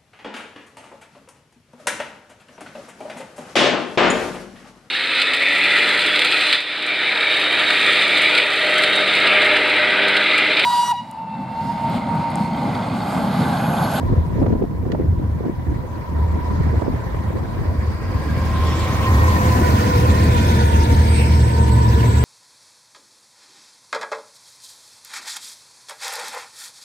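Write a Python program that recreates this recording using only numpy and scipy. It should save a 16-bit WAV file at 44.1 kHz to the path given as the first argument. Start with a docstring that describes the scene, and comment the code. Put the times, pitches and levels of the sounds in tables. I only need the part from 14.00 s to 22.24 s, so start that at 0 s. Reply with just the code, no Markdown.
"""Beside a railway track, three diesel locomotives at the head of a train approach and pass on the left.
Exhausts throb as wavering low tones and bursts of cylinder puffs; fans and gears are blurred tones that
sink in pitch. Wheels roar as bands of flickering noise, rails sing and a turbocharger whistles.
Mostly before they arrive, wind buffets the microphone with low noise, thuds and swells of turbulence."""
import sys
import numpy as np
from scipy import signal
from scipy.io import wavfile

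SR = 44100
rng = np.random.default_rng(int(sys.argv[2]) if len(sys.argv) > 2 else 0)


def inscribe(sig):
    """Save sig as 16-bit PCM at rate SR to the path in sys.argv[1].

    A 1-D sig is mono; a 2-D sig holds one channel per row.
    Samples are clipped to [-1, 1] before scaling.
    """
    pcm = np.round(np.clip(np.atleast_2d(sig).T, -1, 1) * 32767)
    wavfile.write(sys.argv[1], SR, pcm.astype(np.int16))


N = 363384
TIME = np.arange(N) / SR
# train speed as a share of the speed of sound; distance to the track divided by train speed (s)
MACH, TRACK_S = 0.052, 0.45

# All levels in the tables come before the microphone's final gain in record().
# when each locomotive's machinery is level with the listener: locomotive name -> time_s
ABREAST = {"lead": 5.6, "second": 6.55, "third": 8.1}
# how alike left and right are for sounds close by: pitch_hz, likeness (correlation, 0 to 1)
NEAR_LIKENESS = [(60, 0.96), (200, 1), (400, 0.9), (1000, 0.81), (2000, 0.5), (5000, 0.1), (14000, 0.05)]
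# how alike left and right are for wind at the microphone: pitch_hz, likeness (correlation, 0 to 1)
WIND_LIKENESS = [(50, 0.97), (130, 0.31), (300, 0.081), (700, 0)]


def from_db(db):
    """Turn decibels into a gain."""
    return 10 ** (np.asarray(db) / 20)


def rms_one(x):
    """Scale a sound to an average strength (rms) of 1."""
    return x / np.sqrt(np.mean(x ** 2) + 1e-20)


def in_time(rows):
    """Join the points of each column with straight lines, giving a value at every sample."""
    time_s, *columns = np.transpose(rows)
    return [np.interp(TIME, time_s, column) for column in columns]


def at_hz(points, hz):
    """Read a curve over pitch, with pitch on a log scale."""
    points_hz, values = np.array(points).T
    return np.interp(np.log(hz), np.log(points_hz), values)


def drift(rate_hz):
    """Smooth random wandering of spread 1, changing at about this rate."""
    # worked out at every eighth sample; the first 8000 values let the filter settle
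    r = np.exp(-16 * np.pi * rate_hz / SR)
    slow = signal.lfilter([1], [1, -2 * r, r * r], rng.standard_normal(N // 8 + 8002))[8000:]
    return np.interp(np.arange(N) / 8, np.arange(len(slow)), rms_one(slow))


def pair(mid, side, alike):
    """Mix two unrelated signals into a left and a right that are alike to a given degree."""
    alike = np.clip(alike, -1, 1)
    return np.sqrt((1 + alike) / 2) * mid + np.sqrt((1 - alike) / 2) * side * np.array([[1], [-1]])


def running_phase(hz):
    """Add up a moving pitch into the phase of a wave."""
    return 2 * np.pi * np.cumsum(hz * np.ones(N)) / SR


def whine(hz, width_hz, alike):
    """A tone blurred by turbulence and by scattered paths; stereo, rms 1."""
    phase = running_phase(hz)
    cos, sin = np.cos(phase), np.sin(phase)
    mid, side = [drift(width_hz) * cos + drift(width_hz) * sin for _ in range(2)]
    return rms_one(pair(mid, side, alike))


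def noise_bands(colour, likeness, patchy_db, flutter_hz, in_step, count, direct=1):
    """Stereo noise in count bands an octave, flickering partly in step, as (Hz, signal); total rms 1."""
    edges = 22 * 2 ** np.arange(0, 9.7, 1 / count)
    centres = np.sqrt(edges[1:] * edges[:-1])
    heard = (centres >= colour[0][0]) & (centres <= colour[-1][0])
    # the colour is in dB per Hz, so wider bands get more power
    gains = from_db(at_hz(colour, centres)) * np.sqrt(centres) * heard
    gains = gains / np.linalg.norm(gains)
    white, together = rng.standard_normal((2, 2, N)), drift(flutter_hz)
    for k in np.flatnonzero(heard):
        band_filter = signal.butter(2, edges[k:k + 2], "band", fs=SR, output="sos")
        mid, side = signal.sosfilt(band_filter, white[k % 2])
        flicker = from_db(patchy_db * (in_step * together + drift(flutter_hz)))
        alike = direct * at_hz(likeness, centres[k])
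        yield centres[k], gains[k] * rms_one(flicker * pair(mid, side, alike))


def noise(*args, **settings):
    """All the noise bands added together."""
    return sum(band for hz, band in noise_bands(*args, **settings))


def swell(middle_s, spread_s):
    """A smooth rise and fall about a moment, of height 1."""
    return np.exp(-0.5 * ((TIME - middle_s) / spread_s) ** 2)


def panned(peak_db, pan_db):
    """Left and right gains, with pan_db the lead of left over right."""
    return from_db(peak_db + np.array([[0.5], [-0.5]]) * pan_db)


def doppler(locomotive):
    """Pitch factor of a locomotive: high on the way in, low once past."""
    along = TIME - ABREAST[locomotive]
    return 1 / (1 + MACH * along / np.hypot(along, TRACK_S))


def nearness(locomotive, ahead_s, reach_s, falloff):
    """Gain of a passing source: 1 at ahead_s before it is abreast, fading with distance beyond reach_s."""
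    return (reach_s / np.hypot(TIME - ABREAST[locomotive] + ahead_s, reach_s)) ** falloff


def in_procession(levels, ahead_s, reach_s, falloff):
    """Joint gain of the same kind of source on several locomotives, passing one after another."""
    power = 0
    for locomotive, level_db in levels:
        power = power + (from_db(level_db) * nearness(locomotive, ahead_s, reach_s, falloff)) ** 2
    return np.sqrt(power)


def from_the_left(x):
    """Sound from the left reaches the right ear a little later."""
    # lead of the left ear as the train swings from ahead to the side: time_s, lead_ms
    ear_lead = [(0, 0.19), (3.9, 0.13), (4.5, .02), (5.0, 0.091), (5.25, 0.31), (5.7, 0.48), (8.24, 0.45)]
    lead_ms, = in_time(ear_lead)
    # four times finer samples allow delays of a fraction of a sample
    finer_right = signal.resample_poly(x[1], 4, 1)
    right = np.interp(TIME - lead_ms / 1000, np.arange(4 * N) / (4 * SR), finer_right)
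    return np.array([x[0], right])


def background():
    """A faint, even hiss under everything."""
    # tone of the hiss: pitch_hz, level_db (per Hz, relative)
    hiss_colour = [(2500, -5), (6000, 1), (10000, -4), (12000, 6), (17500, -2)]
    return from_db(-62.5) * noise(hiss_colour, NEAR_LIKENESS, patchy_db=0.0, flutter_hz=12,
                                  in_step=0.4, count=2, direct=0)


def wind():
    """Lumpy eddies at each microphone opening make a light, low breeze."""
    # breeze between gusts: time_s, level_db (relative, raised by 4 dB below)
    breeze_levels = [(0, -24), (.5, -23.5), (1.2, -27.5), (2, -30), (2.6, -26), (3.2, -30.5), (4.3, -27.5),
                     (4.9, -32)]
    # tone of the breeze: pitch_hz, level_db (per Hz, relative)
    breeze_colour = [(30, 2), (45, 4.5), (90, 7), (130, 5.5), (170, 1.5), (240, -3.5), (330, -5.5),
                     (480, -15), (800, -28), (2000, -69)]
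    breeze_db, = in_time(breeze_levels)
    return from_db(breeze_db + 4.0) * noise(breeze_colour, WIND_LIKENESS, patchy_db=3.5,
                                            flutter_hz=41.5, in_step=0.85, count=2)


def gusts():
    """Gusts of wind: a hollow flapping with little deep bass."""
    # gusts of wind: middle_s, spread_s, level_db
    gust_events = [(0.13, .05, -26.5), (0.443, 0.048, -17.5), (0.517, 0.017, -19), (0.584, .02, -26),
                   (0.635, 0.019, -18.5), (0.869, 0.014, -24), (0.934, 0.032, -22), (1.015, 0.038, -23),
                   (1.465, 0.03, -20.5), (2.197, 0.04, -29), (2.527, 0.04, -28.5), (2.74, 0.04, -25),
                   (2.895, 0.08, -27.5), (3.357, 0.023, -27.5), (3.617, 0.17, -32)]
    # tone of the gusts: pitch_hz, level_db (per Hz, relative)
    gust_colour = [(60, -1), (110, 1), (200, 3.5), (300, 1.5), (440, -1.5), (650, -15.5), (1000, -31),
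                   (2000, -44), (4000, -64)]
    power = 0
    for middle_s, spread_s, level_db in gust_events:
        power = power + (from_db(level_db) * swell(middle_s, spread_s)) ** 2
    return np.sqrt(power) * noise(gust_colour, WIND_LIKENESS, patchy_db=3.5,
                                  flutter_hz=60, in_step=1.0, count=2)


def thuds():
    """A big, slow eddy pushes on both openings at once: a cycle or two of deep bass."""
    # low thuds of wind: middle_s, peak_db
    thud_events = [(.8, -15.5), (1.089, -11), (1.183, -12.5), (1.251, -15), (1.306, -15), (1.689, -16.5),
                   (2.235, -14), (2.778, -8), (2.941, -14), (3.138, -14.5), (3.192, -15), (3.285, -16),
                   (3.355, -15), (3.688, -14), (3.79, -13), (3.885, -14), (4.088, -12), (4.158, -10)]
    usual_hz, spread_s = 81.3, 0.0088
    age = np.arange(-1500, 1500) / SR
    out = np.zeros(N)
    chances = rng.uniform(-0.99, 1, (len(thud_events), 2))
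    for (middle_s, peak_db), (start_phase, size) in zip(thud_events, chances):
        # each thud has its own pitch, within about 12 percent
        wave = np.cos(2 * np.pi * usual_hz * (1 + 0.12 * size) * age + np.pi * start_phase)
        start = round((middle_s + age[0]) * SR)
        out[start:start + len(age)] += from_db(peak_db) * np.exp(-0.5 * (age / spread_s) ** 2) * wave
    return out


def buffets():
    """An eddy hits the openings: a quick, dull swell of turbulence, different in each, that dies away."""
    # single buffets: time_s, peak_db, upper_edge_hz, left_over_right_db
    buffet_events = [(0.388, -22, 600, -3), (0.419, -11, 420, 3), (0.437, -16, 700, -2),
                     (0.465, -13, 1100, -10), (.505, -6.5, 348, 5), (.527, -9, 400, -4),
                     (0.553, -8, 447, 1), (.622, -7, 514, 0), (.638, -11.5, 400, 9), (.854, -20, 900, 0),
                     (.933, -16, 543, 7), (0.950, -14, 800, -6), (1.196, -16.5, 420, 0),
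                     (1.249, -19, 325, -9), (1.406, -13.5, 480, -2), (1.44, -20, 680, 2),
                     (1.458, -21, 550, -5), (1.495, -11.5, 440, 1), (1.707, -31, 700, 0),
                     (2.373, -22, 604, 0), (2.821, -12.5, 850, -10.5), (2.866, -19, 895, -9),
                     (2.881, -9, 520, -6), (2.94, -14.5, 450, 0), (3.146, -17, 900, -5),
                     (3.305, -20, 500, -5), (3.359, -17, 450, 2), (3.655, -20, 600, 0)]
    out = np.zeros((2, N))
    age = np.arange(4000) / SR
    for time_s, peak_db, edge_hz, pan_db in buffet_events:
        eddy = age * np.exp(-age / 0.0023) * rng.standard_normal((2, len(age)))
        puff = signal.sosfilt(signal.butter(2, [140, edge_hz], "band", fs=SR, output="sos"), eddy)
        puff = signal.sosfilt(signal.butter(2, edge_hz, fs=SR, output="sos"), puff)
        start = round((time_s - 0.003) * SR)  # begins 3 ms early, leaving time to swell
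        out[:, start:start + len(age)] += panned(peak_db, pan_db) * puff / abs(puff).max()
    return out


def ticks():
    """A short, gritty snap of noise close to the microphone dies within some milliseconds."""
    # dry ticks: start_s, peak_db, left_over_right_db
    tick_events = [(.463, -33, 3), (.623, -39, -7), (0.918, -24.5, -6)]
    decay_s, low_hz, high_hz = 0.002, 905, 2320
    out = np.zeros((2, N))
    age = np.arange(1500) / SR
    for start_s, peak_db, pan_db in tick_events:
        snap = age * np.exp(-age / decay_s) * rng.standard_normal((2, len(age)))
        snap = signal.sosfilt(signal.butter(1, [low_hz, high_hz], "band", fs=SR, output="sos"), snap)
        snap = signal.sosfilt(signal.butter(2, 4200, fs=SR, output="sos"), snap)
        start = round(start_s * SR)
        out[:, start:start + len(age)] += panned(peak_db, pan_db) * snap / abs(snap).max()
    return out


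def rails():
    """The rails ring at a steady, blurred pitch under the wheels, well ahead of the train."""
    # singing of the rails: time_s, level_db
    song_levels = [(0, -35.5), (0.7, -44.5), (1.6, -44), (2.4, -34.5), (3.0, -38.5), (4, -44.5),
                   (5.2, -33.5), (7.3, -44.5), (7.8, -31.5), (8.24, -36)]
    level_db, = in_time(song_levels)
    return from_db(level_db) * whine(hz=977.4, width_hz=52.5, alike=0.13)


def wheels():
    """Wheels roll with a roar whose treble opens as the train draws near, and scrape on the rails."""
    # rolling roar: time_s, level_db
    roar_levels = [(0, -38.5), (0.3, -39.5), (0.7, -45.5), (1.6, -42), (2.6, -35.5), (3.2, -36.5),
                   (4, -36.5), (4.75, -31), (5.5, -28), (6.5, -26.5), (7.1, -28.5), (7.5, -31.5),
                   (8.24, -29.5)]
    # share of the left-right likeness left while sound arrives by scattered paths: time_s, share (0 to 1)
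    direct_share = [(3.6, 0.28), (4.7, 0.82)]
    # tone of the roar: pitch_hz, level_db (per Hz, relative)
    roll_colour = [(250, 10), (400, 0), (600, -0.5), (800, 0.5), (1200, -6), (1600, -5.5), (2000, -3),
                   (2400, -9.5), (3000, -10.5), (4300, -11.5), (6500, -17), (10000, -24), (12500, -24),
                   (17500, -28)]
    # change of that tone when far away: pitch_hz, change_db
    far_colour = [(300, -7.5), (520, 6.5), (750, 2), (1300, 2), (1900, 0), (2600, -8.5), (3400, -7.5),
                  (4800, -8), (7000, -8.5), (12000, -6)]
    # squeals and scrapes: middle_s, spread_s, pitch_hz, width_hz, level_db
    scrape_events = [(2.58, 0.14, 4230, 700, -58), (2.6, 0.18, 1950, 250, -52), (4.3, 0.45, 4750, 324, -52),
                     (4.336, 0.2, 1623, 30, -42.5), (4.713, 0.06, 5400, 230, -44),
                     (4.74, 0.17, 3310, 535, -41), (4.8, 0.04, 7360, 700, -43),
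                     (4.83, .025, 3800, 800, -39), (5.048, .025, 2990, 500, -37),
                     (6.55, 0.14, 3530, 207, -41.5), (7.094, 0.03, 4770, 100, -42),
                     (7.197, 0.11, 2260, 220, -36), (7.21, .04, 2630, 220, -34.5),
                     (7.17, 0.025, 4050, 600, -37.5), (7.303, 0.11, 5320, 150, -43.5)]
    opens_s, opening_s = 4.28, 0.22  # middle and spread of the treble's opening

    (level_db,), (direct,) = in_time(roar_levels), in_time(direct_share)
    far = 1 / (1 + np.exp((TIME - opens_s) / opening_s))
    bands = noise_bands(roll_colour, NEAR_LIKENESS, patchy_db=2.5, flutter_hz=21.6,
                        in_step=0.25, count=4, direct=direct)
    out = 0
    for hz, band in bands:
        out = out + from_db(level_db + far * at_hz(far_colour, hz)) * band
    for middle_s, spread_s, hz, width_hz, scrape_db in scrape_events:
        out = out + from_db(scrape_db) * swell(middle_s, spread_s) * whine(hz, width_hz, alike=0.2)
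    return out


def whines():
    """Gears and blowers swell and sink as they pass; a turbocharger gives a breathy, wavering whistle."""
    # turbocharger whistle, around which pitch and level waver: time_s, pitch_hz, level_db
    turbo_curve = [(0, 8920, -94), (6.35, 8650, -53), (6.65, 8657, -45.5), (6.85, 8540, -49),
                   (7.15, 8350, -40), (7.4, 8050, -43.5), (7.7, 8050, -47), (7.95, 7830, -47.5),
                   (8.24, 7860, -41)]
    # gears and blowers: locomotive, ahead_s (loudest this long before abreast),
    # reach_s (heard this long either side), pitch_hz (at rest), width_hz, level_db (when loudest)
    gear_tones = [("lead", -0.15, 0.37, 499, 3.3, -29.5), ("second", 0.1, 0.7, 482, 13.5, -31),
                  ("third", 0.29, 0.47, 452, 13.3, -34.5), ("lead", -0.12, 0.41, 1490, 20, -37),
                  ("second", 0, 0.27, 1480, 30, -37), ("third", 0.16, .55, 1450, 15, -43),
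                  ("lead", 0.33, 0.28, 1795, 10.4, -35), ("lead", -.1, 0.58, 1900, 34, -44),
                  ("second", 0, 0.28, 1760, 39, -39.5), ("third", 0, .55, 1700, 26, -42),
                  ("lead", 0.55, 0.46, 2120, 270, -40), ("second", 0.1, 0.16, 2050, 76, -44),
                  ("second", 0.15, .35, 2420, 89, -42.5), ("lead", 0.07, 0.24, 720, 100, -34.5),
                  ("lead", 0.35, 0.47, 1250, 114, -40.5)]
    turbo_hz, turbo_db = in_time(turbo_curve)
    whistle = whine(turbo_hz + 70 * drift(39.6), width_hz=200, alike=0.13)
    out = from_db(turbo_db + 2.8 * drift(8.5)) * whistle
    for locomotive, ahead_s, reach_s, hz, width_hz, level_db in gear_tones:
        near = nearness(locomotive, ahead_s, reach_s, falloff=1.56)
        tone = whine(hz * doppler(locomotive), width_hz, alike=at_hz(NEAR_LIKENESS, hz))
        out = out + from_db(level_db) * near * tone
    return out


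def fans():
    """Cooling fans slide down in pitch as they pass, in a rush of air from the radiators."""
    # rush of air: locomotive, level_db (when loudest)
    rush_levels = [("lead", -29), ("second", -45)]
    # tone of the rush: pitch_hz, level_db (per Hz, relative)
    rush_colour = [(350, -10), (650, 3.5), (1300, -3), (2000, -6.5), (3200, -26.5), (6000, -15),
                   (9500, -27), (12500, -18.5), (17500, -20)]
    # fans: locomotive, ahead_s (loudest this long before abreast),
    # reach_s (heard this long either side), pitch_hz (at rest), width_hz, level_db (when loudest)
    fan_tones = [("lead", 0.19, 0.4, 1000, 10.4, -27.5), ("lead", 1, 0.24, 995, 13, -33.5),
                 ("lead", 0.21, 0.55, 1020, 77, -30), ("second", 0.47, 0.34, 1005, 10, -31),
                 ("second", -0.13, 0.41, 945, 13.5, -28), ("second", -0.43, 0.45, 1010, 25, -36.5),
                 ("third", 0.47, 0.27, 890, 9, -32), ("third", 0.24, 0.25, 958, 8.6, -29),
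                 ("third", -.05, .25, 995, 22, -34)]
    rush = noise(rush_colour, NEAR_LIKENESS, patchy_db=1.5, flutter_hz=24, in_step=0.31, count=2)
    out = in_procession(rush_levels, ahead_s=0.032, reach_s=0.62, falloff=2.8) * rush
    for locomotive, ahead_s, reach_s, hz, width_hz, level_db in fan_tones:
        near = nearness(locomotive, ahead_s, reach_s, falloff=1.7)
        out = out + from_db(level_db) * near * whine(hz * doppler(locomotive), width_hz, alike=0.66)
    return out


def rumble():
    """Turbulent exhaust gas and shaking bodywork swell as each locomotive goes by."""
    # rumble: locomotive, level_db (when loudest)
    rumble_levels = [("lead", -21), ("second", -20.5), ("third", -22)]
    # tone of the rumble: pitch_hz, level_db (per Hz, relative)
    rumble_colour = [(30, -28), (45, -10), (56, 4), (70, 6.5), (100, 4.5), (140, -0.5), (200, -0.5),
                     (300, -10.5), (420, -10), (650, -22.5), (1200, -58)]
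    shaking = noise(rumble_colour, NEAR_LIKENESS, patchy_db=1.62, flutter_hz=15.7, in_step=0.92, count=2)
    return in_procession(rumble_levels, ahead_s=0.18, reach_s=1.0, falloff=2.2) * shaking


def firing(cycle_hz, count):
    """One puff per cylinder, each with a strength of its own, heard through the stack; rms 1."""
    cylinder_spread_db, cycle_spread_db, jitter_s = 8, 2, 0.00024
    cycles = running_phase(cycle_hz) / (2 * np.pi)
    fired = np.flatnonzero(np.diff(np.floor(count * cycles)))
    cylinder_db = cylinder_spread_db * rng.standard_normal(count)
    strength, lateness = rng.standard_normal((2, N))[:, :len(fired)]
    moments = np.clip(fired + (jitter_s * SR * lateness).astype(int), 0, N - 1)
    puffs = np.zeros(N)
    puffs[moments] = from_db(np.resize(cylinder_db, len(fired)) + cycle_spread_db * strength)
    stack = signal.butter(2, [153, 393], "band", fs=SR, output="sos")  # lets through 153 to 393 Hz
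    return rms_one(signal.sosfilt(stack, puffs))


def engines():
    """Close by, each engine adds a deep note and the rough chug of its cylinders, sinking as it passes."""
    # cylinders firing in turn: locomotive, cycles_hz (engine cycles a second at rest), level_db (when loudest)
    chugs = [("lead", 8.5, -30), ("second", 14.6, -28.5), ("third", 8.1, -33)]
    # deep exhaust notes: locomotive, pitch_hz (at rest), width_hz, level_db (when loudest)
    deep_notes = [("lead", 97, 1.27, -21.5), ("second", 98, 1.64, -22.5), ("third", 76, 1.8, -27)]
    out = 0
    for locomotive, cycle_hz, level_db in chugs:
        near = nearness(locomotive, ahead_s=0.029, reach_s=0.56, falloff=1.47)
        out = out + from_db(level_db) * near * firing(cycle_hz * doppler(locomotive), count=12)
    for locomotive, hz, width_hz, level_db in deep_notes:
        near = nearness(locomotive, ahead_s=0, reach_s=0.48, falloff=1.3)
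        out = out + from_db(level_db) * near * whine(hz * doppler(locomotive), width_hz, alike=0.99)
    return out


def exhaust():
    """Uneven firing gives a beating throb with weak overtones, a drone and a hum."""
    # throb, which comes and goes while the train is far: time_s, level_db (relative, cut by 3 dB below)
    throb_levels = [(0, -25), (0.7, -33), (0.98, -33), (1.08, -18), (1.33, -22), (1.45, -31), (2.05, -29),
                    (2.17, -13.5), (2.42, -21), (2.75, -15.5), (2.84, -29.5), (4.15, -24), (4.5, -15.5),
                    (5.0, -22), (5.22, -10.5), (5.45, -17.5), (7.4, -11.5), (8.24, -15.5)]
    # firing rate of the loudest engine, around which it wavers: time_s, rate_hz
    firing_rate = [(0, 79.17), (2.7, 78.8), (4.2, 77.25), (4.8, 78.1), (5.4, 80), (6.4, 79.65),
                   (6.9, 78.85), (7.4, 75.5), (7.9, 71.9), (8.24, 72.5)]
    # flutter of the throb, deep while it comes from afar through gusty air: time_s, depth_db
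    throb_flutter = [(3.8, 4.0), (5.0, 2.0)]
    # drone, around which the pitch wavers: time_s, pitch_hz
    drone_pitch = [(4, 117), (5.3, 115), (6.2, 118), (7.1, 119), (7.7, 117.5), (8.24, 115)]
    # drone: locomotive, level_db (when loudest)
    drone_levels = [("lead", -24.5), ("third", -17)]
    # engine hum: time_s, pitch_hz (wavers around this), level_db (relative, cut by 2 dB below)
    hum_curve = [(4.6, 218, -62), (5.5, 218, -29.5), (6.5, 217, -26.5), (7.5, 218, -27.5),
                 (8.24, 214.3, -31.5)]

    (throb_db,), (firing_hz,), (flutter_db,) = map(in_time, (throb_levels, firing_rate, throb_flutter))
    phase = running_phase(firing_hz * (1 + 0.03523 * drift(12.84)))
    throb = np.cos(phase) + from_db(-24) * np.cos(2 * phase) + from_db(-36) * np.cos(3 * phase)
    # the engines beat against each other about 6.3 times a second
    beat = 1 + 0.27 * np.cos(running_phase(6.3 + 2.03 * drift(2.74)))
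    # the subtracted part keeps about the same mean power
    uneven = from_db(flutter_db * (np.minimum(drift(27), 1.6) - flutter_db / 10))
    throb = from_db(throb_db - 3.0) * rms_one(throb * beat * uneven)

    (drone_hz,), (hum_hz, hum_db) = in_time(drone_pitch), in_time(hum_curve)
    drone_wave = np.sin(running_phase(drone_hz + 2.61 * drift(10.6)))
    drone = rms_one(drone_wave * from_db(2.8 * drift(12)))
    drone = in_procession(drone_levels, ahead_s=0.083, reach_s=0.5, falloff=0.99) * drone
    hum_wave = np.sin(running_phase(hum_hz + 3.426 * drift(8.63)))
    hum = from_db(hum_db - 2.0) * rms_one(hum_wave * from_db(2.2 * drift(8.9)))
    return throb + drone + hum


def scene():
    """Exhaust bass reaches both ears alike, other train sounds come from the left, wind acts on the microphone."""
    # brief dips of the bass: middle_s, spread_s, depth_db
    dip_events = [(0.666, 0.038, -6.5), (0.89, 0.08, -3), (1.46, 0.041, -8), (1.627, 0.016, -3.5),
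                  (2.053, 0.016, -16), (2.81, 0.0079, -14), (3.97, 0.036, -8)]
    dips_db = sum(depth_db * swell(middle_s, spread_s) for middle_s, spread_s, depth_db in dip_events)
    bass = from_db(dips_db) * (exhaust() + rumble() + wind())
    trackside = from_the_left(engines() + fans() + rails() + whines() + wheels())
    trackside = trackside * from_db([[-0.4], [0.4]])  # left slightly down, right slightly up
    return bass + trackside + gusts() + thuds() + buffets() + ticks() + background()


def record(dry):
    """The small microphone loses the deepest bass; peaks are rounded and the top is cut."""
    thin = signal.sosfilt(signal.butter(4, 35, "high", fs=SR, output="sos"), dry)
    rounded = 1.692 * np.tanh(thin / 1.5)
    return signal.sosfilt(signal.ellip(10, 0.2, 80, 15800, fs=SR, output="sos"), rounded)


dry = scene()
out = record(dry)
inscribe(out)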